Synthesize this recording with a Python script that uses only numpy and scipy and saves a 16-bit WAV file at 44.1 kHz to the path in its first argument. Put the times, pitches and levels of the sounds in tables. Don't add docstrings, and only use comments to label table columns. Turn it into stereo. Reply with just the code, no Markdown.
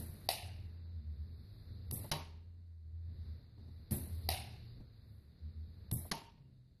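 import sys
import numpy as np
from scipy import signal
from scipy.fft import rfft, irfft
from scipy.io import wavfile
from scipy.ndimage import uniform_filter1d, minimum_filter1d

SR = 44100
rng = np.random.default_rng(int(sys.argv[2]) if len(sys.argv) > 2 else 0)


def store_wav(level_fs):
    pcm = np.round(np.clip(np.atleast_2d(level_fs), -1, 1) * 32767)
    wavfile.write(sys.argv[1], SR, pcm.T.astype(np.int16))


def nominal_scale(level):
    x = np.asarray(level, float) / 20
    return 10 ** x


N = 299880
TIME = np.arange(N) / SR
FREQ = np.arange(N // 2 + 1) * SR / N

# [t/s, peak level/dB]
OPEN_BLOWS = [
    (0.289, -18.5),
    (4.289, -18.5),
]
SHUT_BLOWS = [
    (2.115, -23),
    (6.114, -26),
]
# [delay t/s, level/dB, decay t/s]
OPEN_BOUNCES = [
    (0, 1, 0.0017),
    (.0055, -16.5, 0.0017),
    (.013, -10, .002),
    (0.0247, -14, .003),
    (.048, -19, .004),
]
SHUT_BOUNCES = [
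    (0, 4, .001),
    (.0017, 1.5, .001),
    (.0035, 3.5, .001),
    (.0053, 0, .001),
    (.0072, -5, .0015),
    (0.0097, -1, 0.00098),
    (.023, -17.5, 0.0021),
]
# [f/Hz, level/dB per Hz]
OPEN_CRACK = [(150, -36), (250, -13.5), (841, -6), (1440, -23.5), (1860, -6), (2800, -8), (3250, -23.5),
              (3890, -2.5), (5010, -2.5), (6900, -22.5), (8030, -15), (8880, -20), (12700, -6),
              (14000, -38.5)]
SHUT_CRACK = [(30, -60), (65, -35), (100, -4.5), (281, 1.5), (656, -18), (952, -10), (2000, -0.5),
              (2320, -11), (5300, -4), (6650, -12), (7600, -28.5), (10900, -9), (13200, -29.5),
              (14000, -54)]
# [f/Hz, level/dB, t60 t/s]
OPEN_POP = [(723, -3, 0.019), (4100, -15, 0.0065), (1923, -17.5, .02), (3060, -24, .02)]
SHUT_POP = [(924, -13, 0.054), (189, -12, 0.048), (1050, -22.5, 0.038)]
# [f/Hz, level/dB, t60 t/s]
OPEN_MODES = [(614, -8, 0.37), (708, 4.5, 0.42), (787, -16, 0.71), (1940, 5, 0.12), (1900, -8.5, 0.26),
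              (2660, -3.5, 0.47), (2900, -9.5, 0.4), (3580, -2, 0.22), (3650, -1.5, 0.27), (3900, 3, 0.25),
              (4020, -7, 0.37), (4740, -13.5, 0.45), (4880, -19, 1.1)]
SHUT_MODES = [(150, -1, 0.35), (412, -21, .8), (357, -6.5, .15), (583, -7, 0.21), (703, -6, 0.14),
              (908.6, -3.5, 0.3), (920, -5.5, 0.48), (1103, -10, 0.33), (1833, -20.5, 0.22),
              (2670, -9.5, 0.19), (2799, -30.5, 0.99), (3040, -5.5, 0.16), (3130, -24, 0.62),
              (3930, -6.5, 0.21), (4590, -17.5, 0.46)]
# [f/Hz, level/dB per Hz]
OPEN_TAIL = [(180, -48.5), (300, -18), (518, -16.5), (726, 1.5), (1100, -22), (1300, -24.5), (2850, -7.5),
             (3290, -20), (3570, -10.5), (3870, -12), (4540, -11.5), (7240, -25), (10100, -10.5),
             (12900, -15), (14000, -53.5)]
SHUT_TAIL = [(35, -57.5), (75, -31), (120, -11.5), (236, -1.5), (465, -8.5), (524, -8), (933, -2),
             (1500, -17.5), (2680, -11.5), (3540, -14), (4070, -13.5), (5490, -15.5), (8020, -26),
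             (11000, -14), (12900, -20), (14000, -62.5)]
# [f/Hz, t60 t/s]
ROOM_T60 = [(150, 0.42), (700, 0.48), (2000, 0.61), (5000, 0.49), (9000, 0.37), (13000, 0.33)]

# [t/s, peak level/dB]
TICKS = [
    (1.9108, -32.5),
    (3.9095, -38),
    (5.9133, -31),
]
# [f/Hz, level/dB per Hz]
TICK_COLOUR = [(350, -52), (600, -17.5), (2880, -16), (4060, -7.5), (7240, -17), (8710, -14), (9550, -1.5),
               (12400, -3.5), (13100, -13), (14000, -40.5)]
# [f/Hz, level/dB per Hz]
STRIKE = [(200, -14), (600, -5), (6000, 4), (9000, -6)]
STRIKE_DB = 7
# [t/s, peak level/dB]
JOLTS = [
    (1.9195, -38),
    (3.9097, -38),
    (3.9222, -34),
    (5.9211, -29.5),
]
# [f/Hz, level/dB, t60 t/s]
JOLT_MODES = [(118, 4, 0.17), (150, 6, 0.06)]
# [f/Hz, level/dB per Hz]
JET = [(2940, -54.5), (5000, -19.5), (7000, -20), (7830, -12), (8600, -10.5), (9800, -4.5), (10600, -1),
       (11600, -2.5), (12600, 0), (13400, -6), (13500, -28), (14000, -73)]
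# [f/Hz, width f/Hz, level/dB]
THUMP = [(120, 8, -5), (146.2, 11, -1), (169, 36, -11.5), (210, 12, -6), (252, 8, -10), (338, 12, -16)]
# [f/Hz, level/dB per Hz]
HOSE = [(180, -30), (300, -0.5), (347, -6), (508, -14.5), (619, -3.5), (982, -16.5), (2000, -11),
        (2600, -15.5), (3250, -20), (3800, -11), (4700, -16.5), (5500, -21.5), (7000, -23.5), (9100, -53.5),
        (15400, -120)]
# [t/s, jet level/dB, thump level/dB, hose level/dB]
OPEN_PUFFS = [
    (-0.091, -38.5, -37.5, -50.5),
    (3.909, -39, -38, -51),
]
SHUT_PUFFS = [
    (1.919, -38.5, -42, -56.5),
    (5.921, -39, -42.5, -59),
]
# [rise t/s, t60 t/s, lingering level/dB re peak]
OPEN_FLOW = [
    (0.0041, 0.44, -32),
    (0.004, 0.49, -29),
    (0.0039, .45, -21.5),
]
SHUT_FLOW = [
    (0.0044, 0.4, -39),
    (0.00099, 0.37, -21),
    (0.018, .9, -26.5),
]
VENT_SHUTS_S = .010

# [t/s, peak level/dB, f/Hz, t60 t/s]
KNOCKS = [
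    (0.571, -53, 158, 0.14),
    (2.043, -41.5, 630, 0.074),
    (3.572, -59, 175, 0.41),
    (3.672, -56, 167, 0.18),
    (4.803, -43, 190, 0.035),
    (4.803, -55, 330, 0.017),
    (4.798, -49, 42.3, 0.13),
    (5.94, -51, 40, 0.32),
    (6.049, -46, 610, 0.067),
]

HUM_HZ = 82.9
HUMS = [(0, .1, -50), (.43, .95, -48), (1.68, .36, -51), (2.15, .85, -52.5), (2.94, .18, -46),
        (3.1, .27, -48.5), (3.6, .24, -54), (3.92, .13, -48), (4.1, .24, -43), (4.4, .3, -62),
        (5.45, .24, -51), (5.93, .12, -48)]
GROWL_HZ = 73.8
GROWLS = [(.98, 0.27, -48), (1.36, 0.061, -52), (1.85, 0.16, -53.5), (3.15, 0.19, -54.5), (3.9, 0.54, -55),
          (4.55, 0.12, -65), (4.98, 0.33, -61.5), (5.43, 0.27, -50), (5.78, 0.12, -58),
          (5.93, 0.059, -52.5)]
# [start t/s, length t/s, f/Hz, level/dB]
BOOMS = [(0, 0.3, 110.5, -61.5), (0.142, 0.24, 91.2, -56.5), (0.422, 0.24, 100.8, -53),
         (1.267, 0.18, 124, -65.5), (1.454, 0.18, 102, -56.5), (1.702, 0.38, 105, -53.5),
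         (3.08, 0.65, 115.6, -63), (4.13, 0.17, 99, -54), (4.194, 0.346, 116.8, -57.5),
         (4.628, 0.223, 115.4, -56), (4.9, 0.29, 101.7, -61), (4.928, 0.27, 116.2, -63.5),
         (5.75, 0.12, 90.2, -59), (6.357, 0.33, 129.7, -63.5)]
BOOM_RISE_S, BOOM_FALL_S = 0.022, 0.021
# [f/Hz, width f/Hz, level/dB]
MURMUR = [(73.7, 5.8, -2), (86, 7, -2.5), (99, 7, -3), (117.3, 14, -4)]

# [f/Hz, level/dB per Hz]
HISS = [(210, -27), (350, -5), (469, -6), (539, -12), (831, -17), (1880, -15), (3180, -25), (3660, -12),
        (4200, -9), (4830, -12.5), (5460, -30), (6180, -34.5), (8680, -44), (12600, -27), (14000, -53)]
RUMBLE = [(12, -47.5), (20, -14.5), (48, -3), (70, -7.5), (91, -11), (140, -8), (165, -12), (198, -11),
          (462, -32), (512, -32.5), (700, -36), (910, -65), (1540, -120)]
LEAK = [(4410, -54), (7500, -19.5), (10100, -3.5), (12400, 2), (13300, -5), (13600, -19), (14000, -27.5)]
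# [middle t/s, half-width t/s, level/dB]
SURGES = [(.6, 0.14, -85.5), (1.3, 0.2, -91), (1.6, 0.18, -83), (1.9, 0.058, -83), (3.27, 0.15, -90.5),
          (3.78, 0.11, -87), (4.6, 0.22, -87), (5.14, 0.15, -84), (5.8, 0.24, -90)]
# [t/s, level/dB]
FILTER = [(0, 6.5), (.44, 5), (.8, 0.5), (1.06, -0.5), (1.5, 2.5), (1.9, 5), (2.2, 5.5), (2.45, -6),
          (2.8, -13), (3.28, 5), (3.55, -1), (3.9, 2.5), (4.3, 10), (4.8, 1), (5.17, -2.5), (5.9, 2),
          (6.2, -4), (6.6, -11)]
BRIGHT_DB, DULL_DB, RUMBLE_DB, LEAK_DB, MURMUR_DB = -77.5, -78.5, -67.5, -99.5, -62.5
DULL_FOLLOWS, RUMBLE_FOLLOWS, LEAK_FOLLOWS, MURMUR_FOLLOWS = 0.93, 0.58, .9, 0.71

# [f/Hz, level/dB]
HEAD_PORT_DB = [(60, -3), (200, -1), (500, 0.5), (1200, 1.5), (2300, -1), (3500, -3.5), (5000, -7),
                (7000, -3.5), (10000, 3.5), (13000, -5.5)]
ROOM_PORT_DB = [(25, -4.5), (60, -2), (200, -3), (500, 1), (1200, 0.5), (2300, 5.5), (4100, 9.5),
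                (6000, 1.5), (13000, 0.5)]
# [f/Hz, phase/rad]
PORT_RAD = [(0, -0.5), (860, 1.17), (1300, 2.69), (1720, 2.5), (1980, 2), (3010, 4.5), (3450, 3.5),
            (5170, 8.5), (6890, 9.5), (8180, 10.5), (10500, 6), (11200, 10.5), (12300, 13.5), (13000, 10),
            (13900, 12.5)]
TOP_HZ = 13150


def lids(events, bounces, crack, pop, modes, tail, ring_db, tail_db, stretch):
    out = nominal_scale(tail_db) * reverb(events, tail, stretch)
    snap = unit(air(nominal_scale(on_hz(crack)), 0.48))
    for s, db in events:
        clatter = 0
        for lag, level, tau in bounces:
            contact = fade(s + lag, 7 * tau, 0.00043) * snap
            clatter = clatter + nominal_scale(level) * (contact + ring(s + lag, pop, 0))
        ringing = nominal_scale(ring_db + 3.5 * walk(60)) * ring(s, modes, 1.4)
        out = out + nominal_scale(db) * (clatter + ringing)
    return out


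def reverb(events, spectrum, stretch):
    noise = rfft(unit(air(nominal_scale(on_hz(spectrum)), 0.085)))
    centre = np.log(np.array(ROOM_T60)[:, 0])
    out = 0
    for row, (hz, t60) in zip(np.eye(len(centre)), ROOM_T60):
        share = np.interp(np.log(FREQ + 1), centre, row)
        decay = sum(nominal_scale(db) * fade(s, stretch * t60, 0.009) for s, db in events)
        out = out + irfft(noise * share, N) * nominal_scale(1.7 * walk(200)) * decay
    return out


def valve():
    tick = sum(nominal_scale(db) * (fade(s, .008, .0003) + 1.3 * fade(s + .0018, .006, .0002)) for s, db in TICKS)
    click = tick * unit(air(nominal_scale(on_hz(TICK_COLOUR)), 0.45))
    contact = sum(nominal_scale(db) * fade(s + .001, .0009, .00003) for s, db in TICKS)
    strike = colour(contact, nominal_scale(on_hz(STRIKE)))
    jolt = sum(nominal_scale(db) * ring(s, JOLT_MODES, 0, rise_s=.006) for s, db in JOLTS)
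    return click - nominal_scale(STRIKE_DB) * strike + jolt + puffs()


def puffs():
    resonance = sum(nominal_scale(db) / (1 + 2j * (FREQ - hz) / width) for hz, width, db in THUMP)
    jet = unit(air(nominal_scale(on_hz(JET)), .4), 8000, 13500) * nominal_scale(1.6 * walk(300))
    thump = unit(air(resonance, .9), 100, 320)
    hose = unit(air(nominal_scale(on_hz(HOSE)), 0.33), 500, 5500)
    out = 0
    for events, rules in (OPEN_PUFFS, OPEN_FLOW), (SHUT_PUFFS, SHUT_FLOW):
        for s, *levels in events:
            for db, rule, layer in zip(levels, rules, (jet, thump, hose)):
                out = out + nominal_scale(db) * flow(s, *rule) * layer
    return out


def flow(start_s, rise_s, t60_s, linger_db):
    stop_s = min(s for s, db in OPEN_BLOWS + SHUT_BLOWS if s > start_s) - VENT_SHUTS_S
    t = np.maximum(TIME - start_s, 0)
    shape = (1 - np.exp(-t / rise_s)) ** 2 * (1000. 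** (-t / t60_s) + nominal_scale(linger_db))
    return uniform_filter1d(shape * (TIME < stop_s), size=130, mode="nearest")


def knocks():
    out = 0
    for s, db, hz, t60 in KNOCKS:
        thud = unit(air(1 / (1 + 2j * (FREQ - hz) / (0.83 * hz)), 1.0))
        tap = ring(s, [(hz, -4, 0.61 * t60)], 0, rise_s=0.00049)
        out = out + nominal_scale(db) * (fade(s, t60, 0.0069) * thud + tap)
    return out


def boom():
    hum = swells(HUMS, HUM_HZ, second_db=-40.5, third_db=-45.5)
    growl = swells(GROWLS, GROWL_HZ, second_db=-19.5, third_db=-17.5)
    others = sum(swells([(s, length, db)], hz, second_db=-48.5, third_db=-50) for s, length, hz, db in BOOMS)
    modes = sum(nominal_scale(db) / (1 + (2 * (FREQ - hz) / width) ** 2) for hz, width, db in MURMUR)
    murmur = unit(air(modes, .8)) * nominal_scale(MURMUR_DB + MURMUR_FOLLOWS * filter_gain_db())
    return hum + growl + others + murmur


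def swells(rows, hz, second_db, third_db):
    phase = 2 * np.pi * np.cumsum(hz * (1 + .022 * walk(12))) / SR
    tone = np.sin(phase) + nominal_scale(second_db) * np.sin(2 * phase) + nominal_scale(third_db) * np.sin(2.95 * phase)
    levels = []
    for s, length, db in rows:
        before = np.maximum((s - TIME) / BOOM_RISE_S, 0)
        after = np.maximum((TIME - s - length) / BOOM_FALL_S, 0)
        levels.append(db - 10 * before - 10 * after)
    return np.sqrt(2) * nominal_scale(np.max(levels, axis=0) + 1.1 * walk(30)) * tone


def background():
    gain_db = filter_gain_db()
    upper = 1 / (1 + (3000 / (FREQ + 1)) ** 8)
    bright = unit(air(nominal_scale(on_hz(HISS)) * upper, 0.14), 3000, 5200)
    bright = bright * nominal_scale(BRIGHT_DB + gain_db + 1.3 * walk(10))
    dull = unit(air(nominal_scale(on_hz(HISS)) * (1 - upper), 0.35), 650, 2500)
    dull = dull * nominal_scale(DULL_DB + DULL_FOLLOWS * gain_db + 0.92 * walk(5.9))
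    tilt_db = np.array([[-4.0], [4.0]]) / (1 + (FREQ / 45) ** 4)
    alike = .9 * FREQ ** 2 / (FREQ ** 2 + 60 ** 2)
    rumble = unit(air(nominal_scale(on_hz(RUMBLE) + tilt_db), alike), 150, 510)
    rumble = rumble * nominal_scale(RUMBLE_DB + RUMBLE_FOLLOWS * gain_db + 1.6 * walk(13))
    surge = sum(nominal_scale(db) * np.exp(-((TIME - s) / width) ** 2) for s, width, db in SURGES)
    leak = unit(air(nominal_scale(on_hz(LEAK)), 0.11), 9000, 13000) * (surge + nominal_scale(LEAK_DB + LEAK_FOLLOWS * gain_db))
    self_noise = nominal_scale(-90.5) * unit(air(1. * (FREQ > 500), 0))
    return bright + dull + leak + self_noise + rumble


def filter_gain_db():
    return np.interp(TIME, *np.transpose(FILTER))


def on_hz(table):
    hz, value = np.transpose(table)
    return np.interp(np.log(FREQ + 1), np.log(hz + 1), value)


def unit(x, lo_hz=0, hi_hz=SR):
    power = np.abs(rfft(x)) ** 2
    band = power[..., (FREQ >= lo_hz) & (FREQ < hi_hz)]
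    return x * N / np.sqrt(2 * band.sum() / (x.size // N))


def colour(x, gain):
    return irfft(rfft(x) * gain, N)


def air(gain, alike):
    common, own = rng.standard_normal(N), rng.standard_normal((2, N))
    alike = np.clip(alike, 0, 1)
    return irfft(gain * (np.sqrt(alike) * rfft(common) + np.sqrt(1 - alike) * rfft(own)), N)


def walk(rate):
    k = int(SR / rate)
    steps = np.repeat(rng.standard_normal(N // k + 1), k)
    return np.sqrt(2) * uniform_filter1d(uniform_filter1d(steps, k), k)[:N]


def fade(start_s, t60_s, rise_s):
    out, first = np.zeros(N), int(start_s * SR) + 1
    t = TIME[first:first + int(2 * t60_s * SR)] - start_s
    out[first:first + len(t)] = (1 - np.exp(-t / rise_s)) * nominal_scale(-60 * t / t60_s)
    return out


def ring(start_s, modes, scatter, rise_s=0.00042):
    chance, first = rng.standard_normal((len(modes), 4)), int(start_s * SR)
    t = TIME[first:first + SR] - start_s
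    out = np.zeros((2, N))
    for (hz, db, t60), (detune, shift, *port) in zip(modes, chance):
        phase = scatter * (shift + 0.46 * np.array(port)[:, None])
        swing = np.sin(2 * np.pi * hz * (1 + 0.002 * detune) * t + phase)
        out[:, first:first + SR] += nominal_scale(db) * fade(start_s, t60, rise_s)[first:first + SR] * swing
    return out


def ports(x, balance):
    port = nominal_scale(on_hz(balance) / 2) * np.exp(.5j * on_hz(PORT_RAD))
    top = nominal_scale(-43.0) + 1 / (1 + (FREQ / TOP_HZ) ** 80)
    impulse = irfft(np.array([port, 1 / port]) * top, N)
    response = np.roll(impulse, 256, axis=1)[:, :513] * np.hanning(513)
    return signal.oaconvolve(np.pad(x, ((0, 0), (256, 256)), "reflect"), response, "valid", axes=1)


def scene():
    opening = lids(OPEN_BLOWS, OPEN_BOUNCES, OPEN_CRACK, OPEN_POP, OPEN_MODES, OPEN_TAIL,
                   ring_db=-30.0, tail_db=-16.5, stretch=1.14)
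    closing = lids(SHUT_BLOWS, SHUT_BOUNCES, SHUT_CRACK, SHUT_POP, SHUT_MODES, SHUT_TAIL,
                   ring_db=-18.0, tail_db=-14.5, stretch=0.83)
    head = opening + closing + valve() + knocks()
    return ports(head, HEAD_PORT_DB) + ports(boom() + background(), ROOM_PORT_DB)


def starve(x, busy_db, under_db, idle_db, near_db, spread_db, hole_db):
    z = signal.stft(x, nperseg=1024, noverlap=512)[2][:, :512]
    power = (np.abs(z) ** 2).reshape(2, 64, 8, -1).sum(axis=2).mean(axis=0)
    band = 10 * np.log10(power + 1e-18)
    band[:3] = band.min()
    margin = np.where(band[26:].max(axis=0) > busy_db, under_db, idle_db)
    neighbours = -minimum_filter1d(-band, size=7, axis=0)
    luck = uniform_filter1d(rng.standard_normal(band.shape), size=6) * np.sqrt(6)
    masked_below = np.maximum(band.max(axis=0) - margin, neighbours - near_db)
    dropped = band < masked_below + spread_db * luck
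    dropped[:4] = False
    dropped[:, np.diff(band[4:].mean(axis=0), prepend=0) > 6] = False
    gain = np.repeat(np.where(dropped, nominal_scale(hole_db), 1.), 8, axis=0)
    return signal.istft(np.pad(z * gain, ((0, 0), (0, 1), (0, 0))), nperseg=1024, noverlap=512)[1][:, :N]


def duck(x):
    events = OPEN_BLOWS + SHUT_BLOWS + TICKS[::2]
    dip = sum(.65 * np.exp(-((TIME - s + .008) / .004) ** 4) for s, db in events)
    return x - dip * colour(x, 1 / (1 + (600 / (FREQ + 1)) ** 4))


def top_cut(x):
    return signal.sosfilt(signal.butter(12, 14330, fs=SR, output="sos"), x)


def record(dry):
    thinned = starve(dry, busy_db=-82, under_db=19.5, idle_db=27, near_db=17, spread_db=6, hole_db=-30)
    mix = duck(thinned)
    return top_cut(mix)


dry = scene()
out = record(dry)
store_wav(out)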